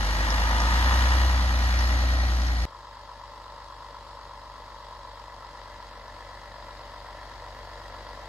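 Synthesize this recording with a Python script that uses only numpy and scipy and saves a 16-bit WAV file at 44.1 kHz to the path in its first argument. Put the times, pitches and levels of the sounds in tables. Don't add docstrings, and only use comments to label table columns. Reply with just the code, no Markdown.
import sys
import numpy as np
from scipy import signal
from scipy.fft import rfft, irfft, next_fast_len
from scipy.io import wavfile
from scipy.ndimage import uniform_filter1d

SR = 44100
rng = np.random.default_rng(int(sys.argv[2]) if len(sys.argv) > 2 else 0)


def volts(x):
    e = np.asarray(x, float) / 20
    return 10 ** e


def output_pcm(signal):
    pcm = np.clip(np.atleast_2d(signal).T, -1, 1) * 32767
    wavfile.write(sys.argv[1], SR, np.round(pcm).astype(np.int16))


N = 365148
CUT_S = 2.6534
CYLINDERS = 6

ORDERS = [4, 5, 6, 7, 8, 9, 10, 11, 12, 13, 15, 18, 19, 21, 24, 26, 30, 32, 52, 62, 73]


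def exhaust(t, cycle, order_db, start, shift, bend, sway_db):
    boom = np.zeros(len(t))
    for order, db in zip(ORDERS, order_db):
        level = volts(db + sway_db * wobble(t, 5.27))
        turns = order * (cycle + start + bend * order) + shift
        boom += level * np.sqrt(2) * np.cos(2 * np.pi * turns)
    return boom


# lowest and highest frequency in Hz, repeating share from 0 to 1,
# layer number (1 thud, 2 knock, 3 clatter).
PARTS = [
    (450, 770, .62, 1),
    (770, 1170, .84, 2),
    (1170, 1500, .65, 2),
    (1500, 2300, .18, 2),
    (2300, 16000, .06, 3),
]


def block(t, cycle, levels, rows, body, modes, patchy_db, growl_noise_db, **blow):
    grid = np.linspace(0, SR / 2, 4001)
    gain = volts(along(body, grid)) * resonances(modes, grid)

    def band(low, high):
        slopes = (1 + (low / (grid + 1)) ** 16) * (1 + (grid / high) ** 16)
        return lambda hz: np.interp(hz, grid, gain / np.sqrt(slopes))

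    layers = np.zeros((4, 2, len(t)))
    growl = unit(rattle(cycle) + volts(growl_noise_db) * rng.standard_normal((2, len(t))))
    layers[1] += filtered(growl, band(20, PARTS[0][0]))
    for (low, high, share, layer), row in zip(PARTS, rows):
        struck = filtered(knocks(t, cycle, row, share, **blow), band(low, high))
        layers[layer] += struck * volts(patchy_db * wobble(t, 9.1))
    return sum(volts(levels[layer]) * unit(layers[layer]) for layer in (1, 2, 3))


def knocks(t, cycle, row, share, scatter_db, scatter_s, life, floor_db, rattle_db):
    degrees, db = firing(*row)
    turns = (np.arange(int(cycle[-1]) + 1)[:, None] + degrees / 720).ravel()
    luck = rng.standard_normal((len(turns), 2))
    at_s = np.interp(turns, cycle, t) - t[0] + scatter_s * luck[:, 0]
    at = (at_s * SR).astype(int).clip(0, len(t) - 1)
    size = volts(np.resize(db, len(turns)) + scatter_db * luck[:, 1]) * (turns < cycle[-1])
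    burst = np.exp(-.5 * (np.arange(-SR // 60, SR // 60) / SR / life) ** 2)
    gate = volts(floor_db) + signal.oaconvolve(np.bincount(at, size, len(t)), burst, "same")
    signs = rng.choice([-1, 1], (2, len(db)))
    blows = np.array([np.bincount(at, np.sqrt(size) * np.resize(path, len(at)), len(t)) for path in signs])
    repeating = unit(unit(blows) + volts(rattle_db) * rattle(cycle))
    fresh = unit(gate * rng.standard_normal((2, len(t))))
    return np.sqrt(share) * repeating + np.sqrt(1 - share) * fresh


def firing(first, late, louder_db, swing_db, loudest):
    odd = np.arange(CYLINDERS) % 2
    degrees = first + np.arange(CYLINDERS) * 720 / CYLINDERS + late * odd
    swell_db = swing_db * np.cos(2 * np.pi * (degrees - loudest) / 720)
    db = 3.5 + louder_db * (odd - .5) + swell_db
    valve_degrees, valve_db = 58, -11
    return np.append(degrees, degrees + valve_degrees), np.append(db, db + valve_db)


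def rattle(cycle, count=1500):
    slot = (cycle * count).astype(int)
    struck = np.diff(slot, prepend=0) > 0
    return unit(rng.standard_normal((2, count))[:, slot % count] * struck)


# start in seconds, peak level in dB.
CLINKS = [
    (0.3028, -24),
    (0.4943, -34),
    (0.602, -26),
    (1.7898, -28),
    (2.4189, -36),
    (2.4688, -35),
]


def chain(t):
    link_hz, width_hz, t60_s, link_db = 5400, 700, 0.052, -3
    ring = np.zeros(len(t))
    for start, db in CLINKS:
        ring += volts(db + link_db - 60 * (t - start).clip(0) / t60_s) * (t >= start)
    noise = rng.standard_normal((2, len(t)))
    return ring * unit(filtered(noise, lambda hz: np.exp(-.5 * ((hz - link_hz) / width_hz) ** 2)))


def rumble(t, spectrum):
    return unit(filtered(rng.standard_normal((2, len(t))), lambda hz: volts(along(spectrum, hz))))


def turned(t, sound, modes, turn):
    share = curve(turn, t).clip(0, 1)
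    return (1 - share) * sound + share * filtered(sound, lambda hz: resonances(modes, hz))


def ports(pair, alike, lean, lead):
    def mix(hz):
        angle = np.arccos(np.clip(along(alike, hz), -1, 1)) / 2
        return np.array([np.cos(angle), np.sin(angle)])

    def half(hz):
        left = volts(along(lean, hz) / 2) * np.exp(.5j * curve(lead, hz))
        return np.array([left, 1 / left])

    mid, side = filtered(pair, mix)
    return filtered(np.array([mid + side, mid - side]), half)


# frequency in Hz, threshold as a ratio to the local level.
THIN = [(1000, .1), (4000, .55), (7000, .7), (14000, .75)]


def thinned(x, gaps, step_db=1.1):
    window = dict(window=("kaiser", 6), nperseg=2048, noverlap=1280)
    hz, _, z = signal.stft(x, SR, **window)
    power = np.sum(abs(z) ** 2, axis=0)
    local = uniform_filter1d(power, size=24, axis=0)
    strong = power > along(THIN, hz)[:, None] ** 2 * local
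    band = (30 * np.log(1 + hz / 4000)).astype(int)
    luck = rng.standard_normal((2, band[-1] + 1, power.shape[1]))
    empty = unit(uniform_filter1d(luck[0], size=3, axis=1))[band] > along(gaps, hz)[:, None]
    uneven = volts(step_db * luck[1][band] * (hz > 2000)[:, None])
    keep = strong * ~empty * (hz < 14330)[:, None] * uneven
    return signal.istft(z * keep, SR, **window)[1][:, :x.shape[1]]


def resonances(modes, hz):
    return volts(sum(db / (1 + (2 * (hz - centre) / width) ** 2) for centre, width, db in modes))


def filtered(x, response):
    m = next_fast_len(x.shape[-1] + 8192)
    return irfft(rfft(x, m) * response(np.fft.rfftfreq(m, 1 / SR)), m)[..., :x.shape[-1]]


def unit(x):
    return x / np.sqrt(np.mean(x ** 2) + 1e-20)


def along(points, hz):
    f, v = np.transpose(points)
    return np.interp(np.log(hz + 1), np.log(f + 1), v)


def curve(points, x):
    return np.interp(x, *np.transpose(points))


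def wobble(t, rate):
    knots = rng.standard_normal(int(len(t) * rate / SR) + 2)
    return np.interp((t - t[0]) * rate, np.arange(len(knots)), knots)


# time in seconds, firings per second.
NEAR_SPEED = [(0, 48.74), (.52, 54.78), (.88, 60.41), (1.23, 62.89), (1.63, 59.71), (2.12, 61.04),
              (2.5, 59.9), (2.65, 57.4)]
# time in seconds, level in dB.
NEAR_EFFORT = [(0, -1.5), (.3, 0), (.92, 2), (1.28, 0), (1.47, -2.5), (1.82, -1.3), (2.21, -3),
               (2.65, -5.5)]
# level in dB, share of the effort it follows.
NEAR_LAYERS = [
    (-22, 0.37),
    (-38.5, 0.65),
    (-33, 0.93),
    (-34, 1.05),
]
# level in dB, one per order.
NEAR_ORDER_DB = [-27, -22, 0, -23, -36, -18, -30, -28, -25, -37, -28, -42, -26, -33, -32, -32, -38, -36,
                 -36, -40, -40]
# frequency in Hz, density in dB per Hz.
NEAR_RUMBLE = [(20, -24), (45, 6), (90, 6), (200, -24), (300, -54)]
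# first knock in crank degrees, lag of every second knock in degrees,
# its extra level in dB, swing once a cycle in dB, loudest angle in degrees.
NEAR_KNOCKS = [(40, 15, .6, .5, 620), (63, 4, 0, 1.5, 320), (80, -5, 0, 1.2, 230), (60, 10, -.5, 1, 130),
               (54, 0, 0, .7, 330)]
# frequency in Hz, density in dB per Hz.
NEAR_BODY = [(100, -27), (170, -7.5), (261, -1.5), (408, -10), (509, -5.5), (811, -4), (1560, -5),
             (1910, -3), (2090, -10), (2670, -21), (4170, -14.5), (6280, -22.5), (8000, -33.5),
             (11000, -36), (14500, -36.5)]
# frequency in Hz, width in Hz, level over the body in dB.
NEAR_MODES = [(432, 124, -6), (700, 230, 2), (847, 97, 2), (930, 92, -0.5), (1252, 28, -1),
              (1460, 110, 0.5), (1908, 142, 7.5), (2740, 98, -3.5), (2830, 77, 3), (3600, 210, -3),
              (7160, 370, -1.5), (7940, 370, -6.5), (332, 15, 3), (11340, 640, 3.5), (12800, 730, -9)]
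# frequency in Hz, width in Hz, level in dB.
NEAR_SIDE_ON = [(938, 240, 9), (1247, 67, 8), (1706, 140, 7), (2870, 170, 7.5), (3490, 88, 7),
                (4360, 760, -4), (1880, 80, -0.5), (516, 61, 4.5), (810, 94, -1), (9500, 6000, 2),
                (700, 230, -2.5)]
# time in seconds, side-on share from 0 to 1.
NEAR_TURN = [(0, 0.34), (.4, 0.76), (.9, 0.77), (1.3, 0.48), (1.5, 0.44), (2.1, 0.06), (2.6, .05)]
# frequency in Hz, left-right likeness from 0 to 1.
NEAR_ALIKE = [(60, .999), (300, .985), (700, .96), (1400, .83), (2800, .6), (5500, .45), (7000, .5),
              (9000, .55), (14000, .35)]
# frequency in Hz, left minus right in dB.
NEAR_LEAN = [(60, 0.85), (110, 0.37), (200, -0.2), (380, 1.1), (700, -0.2), (1290, -2.5), (2380, 4.5),
             (4400, 0.6), (8120, -1), (15000, 0)]
# frequency in Hz, phase by which left leads in radians.
NEAR_LEAD = [(0, .06), (300, .2), (640, .6), (1200, 1.0), (1700, 2.4), (3600, 8), (6000, 9.7), (6400, 6.28),
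             (16000, 6.28)]
# frequency in Hz, rarity of gaps in standard deviations.
NEAR_GAPS = [(1900, 4), (2150, 1.5), (2400, 4), (6500, 3), (7200, 1.2), (8100, .9), (9000, 1.6),
             (11500, 1.8), (12500, 1.1), (14000, 1)]


def near(t):
    speed, effort = curve(NEAR_SPEED, t), curve(NEAR_EFFORT, t)
    falter = -1 * np.exp(-.5 * ((t - 2.565) / 0.033) ** 2)
    cycle = np.cumsum(speed) / SR / CYLINDERS
    levels = [db + share * effort + falter for db, share in NEAR_LAYERS]
    pipe_hz, firing_db_per_hz, other_db_per_hz = 59.7, 0.39, -0.03
    order_db = []
    for order, db in zip(ORDERS, NEAR_ORDER_DB):
        slope = firing_db_per_hz if order == CYLINDERS else other_db_per_hz
        order_db.append(db + slope * (speed - pipe_hz))
    orders = exhaust(t, cycle, order_db, start=.935, shift=.82, bend=.315, sway_db=.4)
    boom = orders * [[1], [0]] + volts(-21) * rumble(t, NEAR_RUMBLE)
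    metal = block(t, cycle, levels, NEAR_KNOCKS, NEAR_BODY, NEAR_MODES, patchy_db=.5, growl_noise_db=0,
                  scatter_db=1.1, scatter_s=.00003, life=.003, floor_db=6, rattle_db=0)
    metal = turned(t, metal, NEAR_SIDE_ON, NEAR_TURN) + chain(t)
    return thinned(ports(volts(levels[0]) * boom + metal, NEAR_ALIKE, NEAR_LEAN, NEAR_LEAD), NEAR_GAPS)


# time in seconds, firings per second.
FAR_SPEED = [(2.65, 48.66), (3.29, 49.28), (3.69, 49.34), (4.9, 48.63), (5.49, 47.8), (5.82, 47.05),
             (6.4, 48.04), (6.7, 47.54), (8.28, 48.06)]
# time in seconds, level in dB.
FAR_APPROACH = [(2.65, 0), (3.5, 1.7), (5.5, 2.5), (7.3, 5), (8.28, 6)]
# level in dB, share of the approach it follows.
FAR_LAYERS = [
    (-54, 0.98),
    (-54.5, 1.13),
    (-47.5, 0.44),
    (-55, 0.56),
]
# level in dB, one per order.
FAR_ORDER_DB = [-38, -13, 0, -16, -28, -12, -30, -24, -8, -22, -17, -25, -24, -27, -34, -34, -25, -34, -34,
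                -19, -17]
# frequency in Hz, density in dB per Hz.
FAR_RUMBLE = [(20, -28), (45, -8), (90, 3), (200, -14.5), (300, -27)]
# first knock in crank degrees, lag of every second knock in degrees,
# its extra level in dB, swing once a cycle in dB, loudest angle in degrees.
FAR_KNOCKS = [(90, -8, 4, .5, 680), (80, -20, -4, 3, 540), (105, -4, 6, 8, 440), (80, -25, 2.5, .8, 680),
              (74, 2, 0, .7, 0)]
# frequency in Hz, density in dB per Hz.
FAR_BODY = [(100, -27), (170, -19), (385, -15.5), (580, -12), (739, -9.5), (977, -3.5), (1370, -18.5),
            (1500, -17), (1940, -17), (2480, -27), (3870, -28.5), (4930, -25.5), (6050, -33.5), (6890, -37),
            (14500, -59.5)]
# frequency in Hz, width in Hz, level over the body in dB.
FAR_MODES = [(477, 20, 5.5), (582, 50, 9), (918, 47, 3), (1004, 180, 4), (1340, 125, 11), (1715, 140, 7.5),
             (1957, 235, 8.5), (2380, 400, -4), (3303, 93, 6), (3870, 200, 5.5), (4400, 370, 3),
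             (5940, 120, -5), (387, 34, -7.5)]
# frequency in Hz, width in Hz, level in dB.
FAR_SIDE_ON = [(1000, 460, 3.5), (1210, 39, 1.5), (1940, 740, -4.5), (730, 76, -5)]
# time in seconds, side-on share from 0 to 1.
FAR_TURN = [(2.7, 1), (5, 0.98), (6, 0.15), (8.2, .05)]
# frequency in Hz, left-right likeness from 0 to 1.
FAR_ALIKE = [(60, .99), (300, .96), (1000, .96), (2000, .8), (4400, .2), (5600, .2), (7500, .75),
             (14000, .93)]
# frequency in Hz, left minus right in dB.
FAR_LEAN = [(60, 1.1), (110, 2.5), (200, 0.5), (380, 1.5), (700, 0.8), (1290, 1.4), (2380, 2), (4400, 2),
            (8120, -1), (15000, 1)]
# frequency in Hz, phase by which left leads in radians.
FAR_LEAD = [(0, 0), (1100, -.2), (3000, -1.1), (6000, -2), (6400, 0), (16000, 0)]
# frequency in Hz, rarity of gaps in standard deviations.
FAR_GAPS = [(5850, 4), (6000, .5), (6250, .5), (6500, 1.6), (8200, 1.5), (10000, 1.4), (14000, 1.3)]


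def far(t):
    speed, approach = curve(FAR_SPEED, t), curve(FAR_APPROACH, t)
    cycle = np.cumsum(speed) / SR / CYLINDERS
    levels = [db + share * approach for db, share in FAR_LAYERS]
    orders = exhaust(t, cycle, FAR_ORDER_DB, start=.13, shift=.02, bend=.15, sway_db=.5)
    boom = orders * [[1], [0]] + volts(-15) * rumble(t, FAR_RUMBLE)
    metal = block(t, cycle, levels, FAR_KNOCKS, FAR_BODY, FAR_MODES, patchy_db=.3, growl_noise_db=3,
                  scatter_db=.8, scatter_s=.00003, life=.003, floor_db=7.5, rattle_db=-9)
    metal = turned(t, metal, FAR_SIDE_ON, FAR_TURN)
    return thinned(ports(volts(levels[0]) * boom + metal, FAR_ALIKE, FAR_LEAN, FAR_LEAD), FAR_GAPS)


def scene():
    t, cut = np.arange(N) / SR, round(CUT_S * SR)
    close = near(np.arange(cut + 2000) / SR)[:, :cut]
    return np.concatenate([close, far(t[cut:])], axis=1)


def band_limit(x):
    return signal.sosfilt(signal.butter(12, 15640, fs=SR, output="sos"), x)


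def record(dry):
    return band_limit(dry)


dry = scene()
out = record(dry)
output_pcm(out)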